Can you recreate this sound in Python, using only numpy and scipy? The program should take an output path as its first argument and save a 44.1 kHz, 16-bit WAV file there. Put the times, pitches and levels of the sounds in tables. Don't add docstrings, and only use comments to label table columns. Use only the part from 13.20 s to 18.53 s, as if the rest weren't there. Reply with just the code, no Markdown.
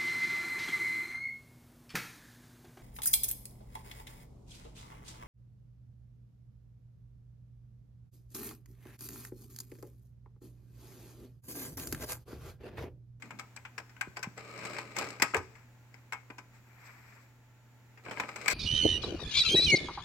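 import sys
import numpy as np
from scipy import signal
from scipy.fft import rfft, irfft
from scipy.io import wavfile

SR = 44100
rng = np.random.default_rng(int(sys.argv[2]) if len(sys.argv) > 2 else 0)


def waveform_to_disk(signal):
    frames = np.transpose(np.atleast_2d(signal))
    scaled = np.clip(frames, -1, 1) * 32767
    samples = np.round(scaled).astype(np.int16)
    wavfile.write(sys.argv[1], SR, samples)


N = 235229
TIME = np.arange(N) / SR

# frequency in Hz, level in dB.
PLASTIC_TONE = [(20, -40.5), (70, -14), (130, -12), (430, -11.5), (680, -7), (850, 2), (1100, 1.5),
                (1550, 0.5), (1850, 1), (2400, 5.5), (2850, -4.5), (3800, -8.5), (5100, -3.5), (6300, -7),
                (7800, -3), (9000, -20.5), (10800, -25), (12500, -17), (15500, -21.5)]
# start in seconds, level in dB, bass trim in dB,
# treble trim in dB, ring pitch in Hz, upper ring pitch in Hz, t60 of the crack in seconds.
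CONTACTS = [(0.0216, -34.5, -37, -18.5, 2130, 7600, 0.041), (0.1062, -35, -10, -21.5, 2257, 7350, 0.044),
            (0.117, -44.5, -7, -32, 1000, 7700, 0.028), (0.1877, -43.5, -9, -10.5, 1180, 3630, 0.088),
            (.195, -30.5, -13, -11.5, 1283, 8350, 0.023), (0.3625, -44, -2.5, -1.5, 1640, 8000, 0.032),
            (0.3714, -37.5, -40, -30, 2380, 6610, 0.035), (0.4502, -37, -20, -25.5, 1440, 3360, 0.084),
            (0.5791, -30.5, -11.5, -15.5, 1690, 5560, 0.055), (0.5989, -43, 0.5, -15, 960, 4150, 0.031),
            (0.694, -49.5, -25, -16, 2060, 5250, 0.06), (0.7654, -42, -26, -20, 1500, 3040, 0.014),
            (0.8102, -21.5, -21, -16, 1549, 7700, 0.035), (0.9617, -44, -8, -21, 2120, 4960, 0.053),
            (0.9685, -30.5, -7.5, -16, 1530, 4800, 0.047), (.9914, -43.5, 2.5, -7, 1490, 5070, 0.019),
            (1.0283, -29.5, -22, -12, 1540, 5730, 0.053), (1.0408, -31, -12.5, -20, 1060, 5440, 0.037),
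            (1.1772, -35.5, -2, -15, 2030, 7500, 0.025), (1.3763, -45, -15, -7, 1170, 4130, 0.022),
            (1.4222, -35.5, -18, -25, 1560, 4170, 0.023), (1.4507, -32, -2, -14, 2240, 7500, 0.049),
            (1.5653, -29.5, -32, -22, 2310, 5070, 0.03), (1.584, -28.5, -12, -17, 1920, 4330, 0.046),
            (1.765, -23, -14, -10.5, 2174, 6840, 0.015), (1.7853, -28, -25, -4, 1280, 3200, 0.026),
            (1.8107, -34, 5, -16, 910, 4810, .028), (1.8412, -38, 4, -9.5, 1180, 4370, .035),
            (1.8872, -43, -9.5, -0.5, 1270, 8400, 0.014), (1.9046, -42, -16, -2.5, 2240, 7900, 0.022),
            (1.9989, -26.5, -11, -15, 2460, 5130, 0.016), (2.0205, -8.5, -37, -16.5, 1910, 5170, 0.027),
            (2.0233, -19.5, -3.5, -1.5, 1550, 8100, 0.018), (2.1371, -19, -9.5, -32, 1287, 5030, 0.0037),
            (2.1445, -14.5, -11, -19, 1696, 7530, 0.017), (2.1665, -23, -6, -9, 1153, 5800, 0.0097),
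            (2.3532, -47, -14, -20, 2010, 7200, 0.046), (2.7412, -44.5, -14.5, -16.5, 2090, 5040, 0.03),
            (2.9229, -23.5, -24, -20.5, 2187, 7360, 0.019), (2.9303, -25.5, -17, -18, 1040, 5680, 0.024),
            (2.9434, -39, -10, -21, 940, 7300, 0.024), (3.1013, -38.5, -2.5, -25, 1090, 4800, 0.048),
            (3.182, -38, -5, -17, 1575, 5650, 0.061), (4.7742, -49, -1.5, -25, 1870, 5076, 0.099),
            (4.862, -34, -1, -39, 1610, 7800, 0.014), (4.8829, -32, -1, -33, 1520, 3140, 0.016),
            (4.9099, -32.5, 3.5, -21, 1410, 3080, 0.084), (4.9721, -28, -8, -34, 1640, 3050, 0.022),
            (4.998, -21.5, -8.5, -20, 1320, 3560, 0.047), (5.0349, -35, 0.5, -29, 1320, 3000, .038),
            (5.0886, -34, -4.5, -19, 1260, 4070, 0.054), (5.1588, -33.5, -2.5, -12.5, 2420, 7850, 0.053),
            (5.2124, -36, -17, -16.5, 2255, 3800, 0.062), (5.2591, -23, -23, -18.5, 2290, 7750, 0.024),
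            (5.2797, -14.5, -55, -14, 2125, 4300, 0.042), (5.2999, -29.5, -28, -5, 2410, 7750, 0.056),
            (5.3082, -26.5, -46, -10.5, 2370, 4100, 0.15)]
def click(level_db, bass_db, treble_db, ring_hz, upper_hz, crack_t60, size=8192):
    rise_s, lean_left_db = 0.001069, 0.6
    t = np.arange(size) / SR
    hz, noise = stereo_noise(size)
    knock_db = -6.5 + 0.16 * bass_db - 2.5 * np.log2(ring_hz / 1626)
    hardness_db = .25 * (level_db + 28.5) / (1 + (9000 / (hz + 1)) ** 8)
    part_db = 7 / (1 + ((hz - upper_hz) / 260) ** 2) + 3 / (1 + ((hz - ring_hz) / 120) ** 2)
    colour = amp(curve(PLASTIC_TONE, hz) + hardness_db + part_db) * facing(hz, lean_left_db)
    bass, knock, middle, treble = bands(noise * colour, hz, size, (670, 1400, 3300))
    crack = fade(t, crack_t60)
    sound = amp(-4.5) * middle * np.hypot(crack, amp(-11.5) * fade(t, 0.12))
    sound += amp(knock_db - 6) * knock * np.hypot(crack, amp(-3.5) * fade(t, 0.14))
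    sound += amp(treble_db + 6) * treble * np.hypot(crack, amp(-13) * fade(t, 0.071))
    panel_rise = 1 - np.exp(-t / 0.00089)
    sound += amp(bass_db - 9) * bass * fade(t, 0.094) * panel_rise
    ring = np.sin(2 * np.pi * ring_hz * t) * fade(t, .045)
    sound += amp(-10.5) * ring * facing(np.array([ring_hz]), lean_left_db)
    sound *= 1 - np.exp(-t / rise_s)
    tilt_db = curve([(400, bass_db + 2.5), (1000, knock_db + 8), (2000, 0.012),
                     (5000, treble_db + 5.5)], hz)
    snap_db = -8 + 0.65 * min(level_db + 16.5, 10)
    add(sound, rise_s, amp(snap_db) * snap(colour * amp(tilt_db), size))
    return amp(level_db) * sound


def snap(spectrum, size):
    cepstrum = irfft(np.log(spectrum + 1e-5), size)
    cepstrum[:, 1:size // 2] *= 2
    cepstrum[:, size // 2 + 1:] = 0
    pulse = irfft(np.exp(rfft(cepstrum)), size)
    return pulse / abs(pulse).max()


# start in seconds, level in dB, pitch in Hz, t60 in seconds.
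THUDS = [(0.034, -53.5, 218, 0.31), (.122, -53.5, 222, 0.4), (0.874, -40, 330, 0.017),
         (0.88, -49, 120, .093), (1.072, -42.5, 183, .055), (2.024, -26, 254, 0.022),
         (2.146, -30, 437.5, 0.074), (2.171, -49, 90, 0.33), (2.195, -46, 356, 0.13),
         (3.1, -50.5, 287, 0.051)]
def thud(level_db, pitch_hz, t60, size=16384):
    t = np.arange(size) / SR
    hz, noise = stereo_noise(size)
    blur = unit(irfft(noise * np.exp(-(np.log2((hz + 1) / pitch_hz) / 0.55) ** 2), size))
    body = np.sin(2 * np.pi * pitch_hz * t) + amp(3.5) * blur
    return amp(level_db) * body * fade(t, t60) * (1 - np.exp(-t / 0.00079))


# time in seconds, level in dB.
TRAY_MOVES = [
    [(.03, -54), (.1, -65), (.3, -79)],
    [(1.17, -51), (1.27, -52), (1.47, -44), (1.59, -45), (1.64, -51.5), (1.75, -53), (1.79, -36.5),
     (1.91, -47.5), (2.02, -60)],
    [(4.84, -54), (4.93, -51), (5.03, -48.5), (5.13, -54), (5.25, -46), (5.333, -38)],
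]
def gear_load():
    load = np.zeros(N)
    for move in TRAY_MOVES:
        start, end = move[0][0], move[-1][0]
        gate = np.interp(TIME, [start - .01, start + .01, end, end + .03], [0, 1, 1, 0])
        load += fader(move) * gate
    return load


# frequency in Hz, level in dB.
GEAR_TONE = [(20, -40), (70, -6), (170, 5), (600, 6.5), (850, -9.5), (1050, -5.5), (1250, 5.5),
             (1400, -6.5), (1530, -7), (1750, -7.5), (2350, 1.5), (3400, -15), (4200, -5), (4550, -11.5),
             (5100, -6.5), (6000, -17.5), (7800, -8.5), (9300, -31.5), (15000, -29.5)]
def tray_travel(teeth_hz=61.8, slips_per_s=260):
    hz, noise = stereo_noise(N)
    rumble, rattle, scrape = bands(noise * amp(curve(GEAR_TONE, hz)) * facing(hz), hz, N, (670, 3300))
    teeth_passed = np.cumsum(teeth_hz * (1 + 0.087 * drift(51))) / SR
    teeth = 1 + 0.21 * np.exp(-(teeth_passed % 1) / 0.29)
    slips = (rng.random(N) < slips_per_s / SR) * np.minimum(rng.exponential(1, N), 2)
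    slips = signal.lfilter([1], [1, -np.exp(-1 / (0.0014 * SR))], slips)
    rumble *= amp(-4) * unit(teeth)
    rattle *= unit(teeth + 0.65 * slips)
    scrape *= amp(-8.5) * unit(teeth + 1.2 * slips)
    return amp(-2.5) * gear_load() * (rattle + rumble + scrape)


def gear_catches(per_s=22, low_hz=1100, high_hz=2300):
    catches, load = np.zeros((2, N)), gear_load()
    for slot, (when, strength, pitch) in enumerate(rng.random((128, 3))):
        start = (slot + when) / per_s
        gain = np.interp(start, TIME, load, right=0)
        if gain > 0:
            level_db = 20 * np.log10(gain) + 7.5 + 2.5 * (2 * strength - 1)
            ring_hz = low_hz + pitch * (high_hz - low_hz)
            tick = click(level_db, bass_db=-8, treble_db=-12.5, ring_hz=ring_hz,
                         upper_hz=4200, crack_t60=.018)
            add(catches, start, tick)
    return catches


# pitch in Hz, gain in dB, t60 in seconds.
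CASE_MODES = [(278, -2, .3), (377, -1, .38), (445, 1.5, .17), (598, -5.5, .16), (801, -2, .2),
              (888, -2, .13), (1010, 1, .2), (1275, -1, .17), (1520, 1, .09), (1610, 1.5, .12),
              (2050, -4, .13), (2181, -2, .16), (2261, -3, .11), (2455, -3, .16), (4565, -4, .1),
              (5060, -2, .14), (7690, -3, .09)]
def steel_case(drive, low_cut_hz=65):
    t = np.arange(SR // 2) / SR
    ring = sum(2 * amp(db) * np.cos(2 * np.pi * hz * t) * fade(t, t60) / fade(t, t60).sum()
               for hz, db, t60 in CASE_MODES)
    ringing = drive + signal.oaconvolve(drive, ring[None], axes=1)[:, :N]
    return signal.sosfilt(signal.butter(2, low_cut_hz, "high", fs=SR, output="sos"), ringing)


# frequency in Hz, level in dB.
CLOTH_TONE = [(250, -10), (500, -9.5), (1000, 0), (1800, 1), (2400, 3), (3000, -16), (3700, -19.5),
              (5200, -14), (6500, -21), (7700, -12.5), (9500, -42), (16000, -27)]
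# centre in seconds, level in dB, half length in seconds.
BRUSHES = [(2.39, -64, 0.082), (2.774, -66.5, .05), (3.36, -65, 0.037), (3.566, -64, 0.11),
           (3.669, -56.5, 0.054), (3.767, -62, 0.055), (3.928, -60, 0.14)]
def sleeve(hiss_hz=13000):
    hz, noise = stereo_noise(N)
    strokes = sum(amp(db) * swell(centre_s, half_s) for centre_s, db, half_s in BRUSHES)
    rub, fizz = bands(noise * amp(curve(CLOTH_TONE, hz)) * facing(hz, -1.5), hz, N, (3300,))
    scuffs = rub * amp(1.3 * drift(40)) + amp(-10) * fizz * amp(2.2 * drift(25))
    hiss = unit(irfft(noise / (1 + ((hz - hiss_hz) / 600) ** 2), N))
    return strokes * scuffs + amp(-76) * swell(centre_s=3.72, half_s=.34) * hiss


# frequency in Hz, level in dB.
FAN_TONE = [(20, -22.5), (38, -0.5), (50, -9.5), (85, -1), (160, -9.5), (240, -3), (350, -12), (650, -14),
            (880, -13.5), (1150, -16.5), (1600, -14.5), (2300, -15.5), (3200, -24), (5500, -28),
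            (7100, -24), (9500, -37), (13000, -29.5), (16000, -29.5)]
# time in seconds, level in dB.
FAN_RIDE = [(0, -62.5), (1.1, -62), (2.5, -63.5), (3.4, -63.5), (4.4, -65), (5.33, -60)]
HUM_RIDE = [(0, -58), (.9, -58.5), (1.6, -57), (2.4, -58.5), (3, -59), (3.7, -60), (4.4, -61),
            (5.33, -58.5)]
# pitch in Hz, level in dB.
WHINE_TONES = [(240, -88), (877, -77.5), (1362, -80.5), (2724, -96), (5766, -88), (7000, -83.5),
               (11531, -97.5), (14416, -94.5)]
def computer(hum_hz=120):
    hz, noise = stereo_noise(N)
    air = unit(irfft(noise * amp(curve(FAN_TONE, hz)), N)) * fader(FAN_RIDE)
    hum = np.sqrt(2) * fader(HUM_RIDE) * np.sin(2 * np.pi * hum_hz * TIME + 0.017 * drift(4))
    whines = sum(amp(db) * np.sin(2 * np.pi * f * TIME + 1.6 * drift(19)) for f, db in WHINE_TONES)
    return air + (hum + whines) * amp([[-.4], [.4]])


# frequency in Hz, multiplier on the base t60.
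ROOM_DECAY = [(100, 0.98), (500, 0.56), (2000, 0.51), (6000, 0.74), (15000, 0.13)]
def room(sound, base_t60=0.84, predelay_s=.006):
    taps = rng.standard_normal((2, SR // 2)) * (rng.random((2, SR // 2)) < .1)
    taps[:, :round(predelay_s * SR)] = 0
    hz, t, (left, other) = signal.stft(taps, SR, nperseg=256)
    decay = fade(t, base_t60) ** (1 / curve(ROOM_DECAY, hz)[:, None])
    tail = signal.istft(narrow_bass(left, other, hz[:, None]) * decay, SR, nperseg=256)[1]
    return signal.fftconvolve(sound, tail / np.linalg.norm(tail[0]), axes=1)[:, :N]


# frequency in Hz, left over right in dB.
STEREO_LEAN = [(100, 1), (700, -1), (1250, -0.5), (1550, 9), (2450, 7), (3200, -2.5), (4300, 0), (5100, 6),
               (6800, 1.5), (8200, 8.5), (11000, 13.5), (15000, 1)]
def facing(hz, pan_db=0):
    shadow = 1 / (1 + (900 / (hz + 1)) ** 4)
    return amp(np.outer([.5, -.5], curve(STEREO_LEAN, hz) + pan_db * shadow))


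# frequency in Hz, left-right correlation from 0 to 1.
CORRELATION = [(30, 0.12), (130, 0.75), (600, 0.84), (1300, 0.54), (2200, 0), (3200, 0), (16000, 0.054)]
def narrow_bass(left, other, hz):
    same = curve(CORRELATION, hz)
    return np.array([left, same * left + np.sqrt(1 - same ** 2) * other])


def stereo_noise(size):
    hz = np.fft.rfftfreq(size, 1 / SR)
    left, other = np.exp(2j * np.pi * rng.random((2, len(hz))))
    return hz, narrow_bass(left, other, hz)


def bands(spectrum, hz, size, edges_hz):
    below = [0] + [1 / (1 + (hz / edge) ** 10) for edge in edges_hz] + [1]
    return [unit(irfft(spectrum * (upper - lower), size)) for lower, upper in zip(below, below[1:])]


def drift(rate_hz, count=2048):
    hz = np.fft.rfftfreq(count, N / SR / count)
    slow = unit(irfft(rfft(rng.standard_normal(count)) * np.exp(-(hz / rate_hz) ** 2), count))
    return np.interp(TIME, np.linspace(0, N / SR, count), slow)


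def swell(centre_s, half_s):
    return np.exp(-((TIME - centre_s) / half_s) ** 2)


def fade(t, t60):
    return amp(-60 * t / t60)


def fader(points):
    return amp(np.interp(TIME, *np.transpose(points)))


def curve(points, hz):
    f, value = np.transpose(points)
    return np.interp(np.log(hz + 1), np.log(f), value)


def amp(db):
    return 10 ** (np.asarray(db) / 20)


def unit(x):
    return x / np.sqrt(np.mean(x ** 2) + 1e-20)


def add(mix, start_s, sound):
    part = mix[:, max(round(start_s * SR), 0):][:, :sound.shape[1]]
    part += sound[:, :part.shape[1]]


def scene():
    drive = tray_travel()
    background = sleeve() + computer()
    for start, *contact in CONTACTS:
        add(drive, start, click(*contact))
    for start, *bump in THUDS:
        add(drive, start, thud(*bump))
    drive = steel_case(drive + gear_catches())
    return drive + amp(-19.5) * room(drive) + background


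def record(dry):
    high_cut = signal.firwin(301, 16300, window=("kaiser", 9), fs=SR)
    return signal.oaconvolve(dry, high_cut[None], "same")


dry = scene()
out = record(dry)
waveform_to_disk(out)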